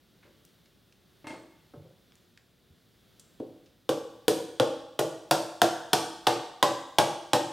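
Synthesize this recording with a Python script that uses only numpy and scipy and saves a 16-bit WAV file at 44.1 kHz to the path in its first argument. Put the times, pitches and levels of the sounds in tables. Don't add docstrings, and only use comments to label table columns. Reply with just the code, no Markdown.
import sys
import numpy as np
from scipy import signal
from scipy.fft import rfft, irfft, next_fast_len
from scipy.io import wavfile

SR = 44100
rng = np.random.default_rng(int(sys.argv[2]) if len(sys.argv) > 2 else 0)


def generate_wav(sig):
    pcm = np.round(np.clip(np.atleast_2d(sig).T, -1, 1) * 32767).astype(np.int16)
    wavfile.write(sys.argv[1], SR, pcm)


N = 331632
TOP_HZ = 15900
T = np.arange(2 ** 15) / SR
SIDES = np.array([[1], [-1]])

# frequency in Hz, relative gain in dB.
ECHO_WIDTH = [(40, 14), (120, -9), (350, -5.5), (900, -3), (4000, -4), (8000, -5.5), (13000, 9)]


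def undb(db):
    return 10 ** (np.asarray(db) / 20)


def unit(x):
    return x / np.sqrt(np.sum(x ** 2))


def fade(t60):
    return np.exp(-np.log(1000) * T / t60)


def lookup(points, hz):
    at, value = np.transpose(points)
    return np.interp(np.log(np.maximum(hz, 1)), np.log(at), value)


def colour(x, points):
    half = next_fast_len(len(x) // 2 + 1024)
    gain = undb(lookup(points, np.linspace(0, SR / 2, half + 1)))
    cepstrum = irfft(np.log(gain))
    cepstrum[1:half] *= 2
    cepstrum[half + 1:] = 0
    response = np.exp(rfft(cepstrum))
    return irfft(rfft(x, 2 * half) * response)[:len(x)]


def band(x, low_hz, high_hz, order=2):
    edges = [low_hz, min(max(high_hz, 1.1 * low_hz), .45 * SR)]
    return signal.sosfilt(signal.butter(order, edges, "band", fs=SR, output="sos"), x)


def noise():
    return rng.standard_normal(len(T))


def add(track, s, sound):
    start = int(s * SR)
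    track[..., start:start + sound.shape[-1]] += sound[..., :N - start]


def damped_mode(hz, t60):
    return unit(fade(t60) * np.sin(2 * np.pi * hz * T))


def ring(modes, scatter_db, detune):
    chance = rng.standard_normal((len(modes), 2))
    total = np.zeros(len(T))
    for k, ((hz, db, t60), (a, b)) in enumerate(zip(modes, chance)):
        gain = (-1) ** k * undb(db + scatter_db * a)
        total += gain * damped_mode(hz * (1 + detune * b), t60)
    return total


def air(level_db=-64.5, hum_hz=113, hum_db=-76, waver_db=1):
    # frequency in Hz, relative spectral level in dB.
    spectrum = [(15, -53), (25, -19), (53, -4.5), (99, -5.5), (175, -1.5), (326, -8.5), (363, -5),
                (405, -9.5), (516, -12), (962, -20.5), (1400, -18), (2550, -22), (3430, -16), (7510, -29.5),
                (16000, -28)]
    # frequency in Hz, side minus mid in dB.
    width = [(30, 7), (70, -12.5), (600, -7), (1500, -14.5), (4400, -39), (8000, -5), (15000, -3)]
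    t = np.arange(N) / SR
    mid = colour(rng.standard_normal(N), spectrum)
    side = colour(rng.standard_normal(N), spectrum)
    waver = np.interp(t, np.linspace(0, t[-1], 32), rng.standard_normal(32))
    stereo = (mid + SIDES * colour(side, width)) / mid.std()
    hum = undb(hum_db) * np.sqrt(2) * np.sin(2 * np.pi * hum_hz * t)
    return stereo * undb(level_db + waver_db * waver) + hum


def standing_waves():
    # frequency in Hz, peak gain in dB, t60 in seconds.
    modes = [(111.8, 1, 0.65), (148, 1, 0.23), (280.7, 11, 0.63), (316, 10, 0.66), (328, 15, 0.6),
             (440.6, 12, 0.48), (477.7, 11.5, 0.57), (527, 14, 0.54), (560, 6, 0.75), (582.5, 11, 0.45),
             (666, 1.5, 0.99), (729, 5, 0.87), (761, 5.5, 0.28), (805, 0.5, 1), (844, 0.5, 0.52),
             (1085, 5, 1), (1080, 3, 0.35), (1145, 7, 1)]
    response = np.zeros(len(T))
    for hz, db, t60 in modes:
        decay = fade(t60)
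        response += undb(db) * 2 * decay / decay.sum() * np.sin(2 * np.pi * hz * T)
    return response


def reflections(early_db=-4, early_t60=0.21, gap=0.0032, wall_db=-19, wall_s=0.017, wall_spread=0.013):
    # frequency in Hz, relative gain in dB.
    tone = [(50, -9), (115, 1.5), (300, -0.5), (550, -2), (900, -4), (1500, -6.5), (3500, -10),
            (8000, -3.5), (15000, -20)]
    # frequency in Hz, t60 in seconds.
    decay = [(100, 0.5), (250, 0.67), (600, 0.71), (1500, 0.76), (4000, 1), (10000, 0.65), (16000, 0.098)]
    spectrum = rfft(noise())
    hz = np.linspace(0, SR / 2, len(spectrum))
    centres, t60s = np.transpose(decay)
    onset = 1 - np.exp(-(T / gap) ** 2)
    tail = np.zeros(len(T))
    for share, t60 in zip(np.eye(len(centres)), t60s):
        part = irfft(spectrum * lookup(list(zip(centres, share)), hz))
        tail += part * unit(onset * fade(t60))
    late = np.exp(-((T - wall_s) / wall_spread) ** 2)
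    wall = unit(band(noise() * late, 348, 580))
    early = unit(noise() * onset * fade(early_t60))
    return colour(tail + undb(early_db) * early, tone) + undb(wall_db) * wall


def garage(x, waves, side_db=-9):
    mid = signal.fftconvolve(x, waves + reflections())[:len(x)]
    side = signal.fftconvolve(x, colour(reflections(), ECHO_WIDTH))[:len(x)]
    return x + mid + SIDES * undb(side_db) * side


def handling(thud_t60=0.093, tick_octaves=1.7):
    # start in seconds, energy in dB, upper band edge in Hz.
    thuds = [(0.25, -32.5, 895), (1.737, -21, 1230), (1.765, -20, 160), (1.85, -28, 750), (2.70, -30, 215)]
    # start in seconds, energy in dB, centre in Hz, decay to 1/e in seconds.
    ticks = [(.228, -30.5, 1510, .037), (.451, -34, 8500, 0.002), (.658, -39.5, 3000, .004),
             (.924, -37, 2960, .003), (2.121, -36.5, 2190, 0.0015), (2.155, -38, 5500, 0.00063),
             (2.375, -29.5, 2500, 0.0019), (3.196, -26.5, 5440, 0.0071), (3.659, -37, 2960, 0.015)]
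    track = np.zeros(N)
    for s, db, top_hz in thuds:
        thud = band(noise() * fade(thud_t60), 79, top_hz, order=3)
        add(track, s, undb(db) * unit(band(thud, 52, 520, order=1)))
    spread = 2 ** (tick_octaves / 2)
    for s, db, hz, decay in ticks:
        tick = band(noise() * np.exp(-T / decay), hz / spread, hz * spread)
        add(track, s, undb(db) * unit(tick))
    return track


def tool(scrape_db=-3, scrape_t60=0.4, click_db=-10, click_t60=0.038):
    # frequency in Hz, relative energy in dB, t60 in seconds.
    modes = [(308, 1.5, 0.09), (375, -6.5, 0.19), (547, -14, 0.23), (610, 3, 0.13), (885, 2, 0.079),
             (1227, -5, 0.24), (2120, 1, 0.58), (2155, -2, 0.54), (2700, -4, 0.065), (4335, -8, 0.36),
             (6840, -24, .25), (8140, -4.5, 0.2), (8330, -14, 0.15)]
    # start in seconds, energy in dB, hardness as the upper band edge in Hz.
    clinks = [(1.243, -17, 2300), (1.2696, -9.5, 11200), (1.294, -19.5, 12000), (1.305, -12, 5000)]
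    track = np.zeros(N)
    for s, db, hard_hz in clinks:
        scrape = unit(band(noise() * fade(scrape_t60), 230, 1300, order=1))
        click = unit(band(noise() * fade(click_t60), 920, 2600, order=1))
        steel = unit(ring(modes, scatter_db=2, detune=.002))
        clink = steel + undb(scrape_db) * scrape + undb(click_db) * click
        add(track, s, undb(db) * unit(band(clink, 89, hard_hz)))
    return track


def thump():
    # start in seconds, energy in dB, decay to 1/e in seconds before filtering.
    s, db, decay = (6.986, -2, 0.0099)
    track = np.zeros((2, N))
    jolt = unit(band(np.exp(-T / decay), 6.4, 90, order=1))
    add(track, s, SIDES * undb(db) * jolt)
    return track


def blow_force(knock_hz, strength_db, hardness_db, tilt_db):
    push_db, push_octaves = 3.5, 0.34
    step_octaves, step_softness = 0.63, 0.59
    tilt_hz = 765
    hz = np.geomspace(100, 14000, 44)
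    above = np.log2(hz / knock_hz)
    push = push_db * np.exp(-(above / push_octaves) ** 2)
    step = hardness_db / (1 + np.exp((step_octaves - above) / step_softness))
    tilt = tilt_db * np.maximum(np.log2(hz / tilt_hz), 0)
    return list(zip(hz, strength_db + push + step + tilt))


def face_contact(age, crack_db=5.5, buzz_db=0, buzz_t60=0.15):
    # frequency in Hz, relative level in dB.
    tone = [(60, -10), (300, 2.5), (900, 12.5), (1700, 6), (2150, -3), (3300, 1), (4000, 0.5), (5500, -1.5),
            (7000, -8.5), (9500, -6.5), (10800, -8.5), (12800, -11), (14500, -13), (16000, -21)]
    crack = unit(colour(noise() * age ** 1.02 * np.exp(-1.4 * age), tone))
    buzz = unit(colour(noise() * fade(buzz_t60) * (1 - np.exp(-age)), tone))
    return undb(crack_db) * crack + undb(buzz_db) * buzz


def casting(age, knock_hz, clank_hz, ring_db=-1.0, knock_db=3, knock_t60=0.047, clank_db=0, clank_t60=0.018):
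    # frequency in Hz, relative energy in dB, t60 in seconds.
    engine = [(116.7, -12, 0.12), (152, -11, 0.11), (225.6, -15.5, 0.083), (289, -5, 0.059),
              (344.7, -2.5, 0.19), (462, -3, 0.043), (493, -2, 0.11), (604, -0.5, 0.065),
              (717.4, -0.5, 0.04), (789, 4.5, 0.028), (872, -1.5, 0.031), (952, 1, 0.024),
              (1094, -10, 0.038), (1117, -13, 0.019), (1440, -10, 0.011), (1458, -5, 0.057),
              (1581, -5.5, 0.023), (1750, -18, 0.11), (1857, -13.5, 0.1), (2870, -8, 0.024),
              (3440, -11, 0.014), (4300, -27, 0.19), (4830, -15, 0.11), (5190, -21, 0.22),
              (5400, -27, 0.19), (6290, -43, 0.12), (8600, -32, 0.1), (10300, -23, 0.079)]
    knock = undb(knock_db) * damped_mode(knock_hz, knock_t60)
    clank = undb(clank_db) * damped_mode(clank_hz, clank_t60)
    body = knock + clank + undb(ring_db) * ring(engine, scatter_db=1.5, detune=0.0062)
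    return body * (1 - np.exp(-1.5 * age))


def echo_wash(age, force, wash_db=-2, wash_t60=.49, wash_side_db=-10):
    # frequency in Hz, relative level in dB.
    tone = [(40, -44), (120, -5), (600, 1), (1100, 3), (1500, -12), (2150, -1.5), (2700, 5), (3300, 4.5),
            (4000, 2.5), (5500, 1), (8000, -5), (10800, -17), (12800, -8), (14500, -32), (16000, -31)]
    envelope = fade(wash_t60) * (1 - np.exp(-age))
    mid = colour(unit(colour(noise() * envelope, tone)), force)
    side = colour(unit(colour(noise() * envelope, tone)), force)
    return undb(wash_db) * (mid + SIDES * undb(wash_side_db) * colour(side, ECHO_WIDTH))


def mallet(room, ping_hz=3350, ping_t60=0.0059):
    # start in seconds, time scale of the contact chatter in seconds, knock in Hz, clank in Hz,
    # strength in dB, hardness of the contact in dB, treble tilt in dB per octave,
    # ping of the face in dB before the force filter.
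    blows = [(3.3992, 0.0032, 468, 1410, -8.5, -30.5, -1.1, -9),
             (3.8914, 0.0017, 467, 1365, -3, -10, 2, 0.5),
             (4.2812, 0.00084, 463, 1757, -1.3, -10.5, 4, 1.5),
             (4.5985, 0.00094, 503, 1430, -0.2, -3.5, -0.8, 2.5),
             (4.9908, 0.003, 652, 1430, -1.95, -11, 2.5, -2.5),
             (5.3104, 0.002, 707, 1400, -0.84, -3, 2, -7),
             (5.6171, 0.0012, 745, 1430, -0.1, -2.1, 1.45, -9),
             (5.9315, 0.0023, 809, 1830, -0.7, 0.5, 0.94, -1.5),
             (6.2687, 0.0022, 915, 1453, -0.9, 4.5, -0.96, -1.5),
             (6.6274, 0.00089, 1045, 1890, -2.5, 7.5, -0.94, -2),
             (6.9844, 0.0022, 832, 1580, 0.6, 3.5, -0.54, -3),
             (7.333, 0.001, 929, 1490, -1.5, 5, -0.73, -1.5)]
    track = np.zeros((2, N))
    for s, chatter, knock_hz, clank_hz, strength_db, hardness_db, tilt_db, ping_db in blows:
        age = T / max(chatter, 1 / SR)
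        force = blow_force(knock_hz, strength_db, hardness_db, tilt_db)
        ping = undb(ping_db) * damped_mode(ping_hz, ping_t60)
        blow = face_contact(age) + ping + casting(age, knock_hz, clank_hz)
        direct = band(colour(blow, force), 89, TOP_HZ)
        add(track, s, garage(direct, room))
        add(track, s, echo_wash(age, force))
    return track


def scene():
    room = standing_waves()
    return air() + garage(handling() + tool(), room) + thump() + mallet(room)


def record(dry):
    return signal.sosfilt(signal.ellip(8, .2, 70, TOP_HZ, fs=SR, output="sos"), dry)


dry = scene()
out = record(dry)
generate_wav(out)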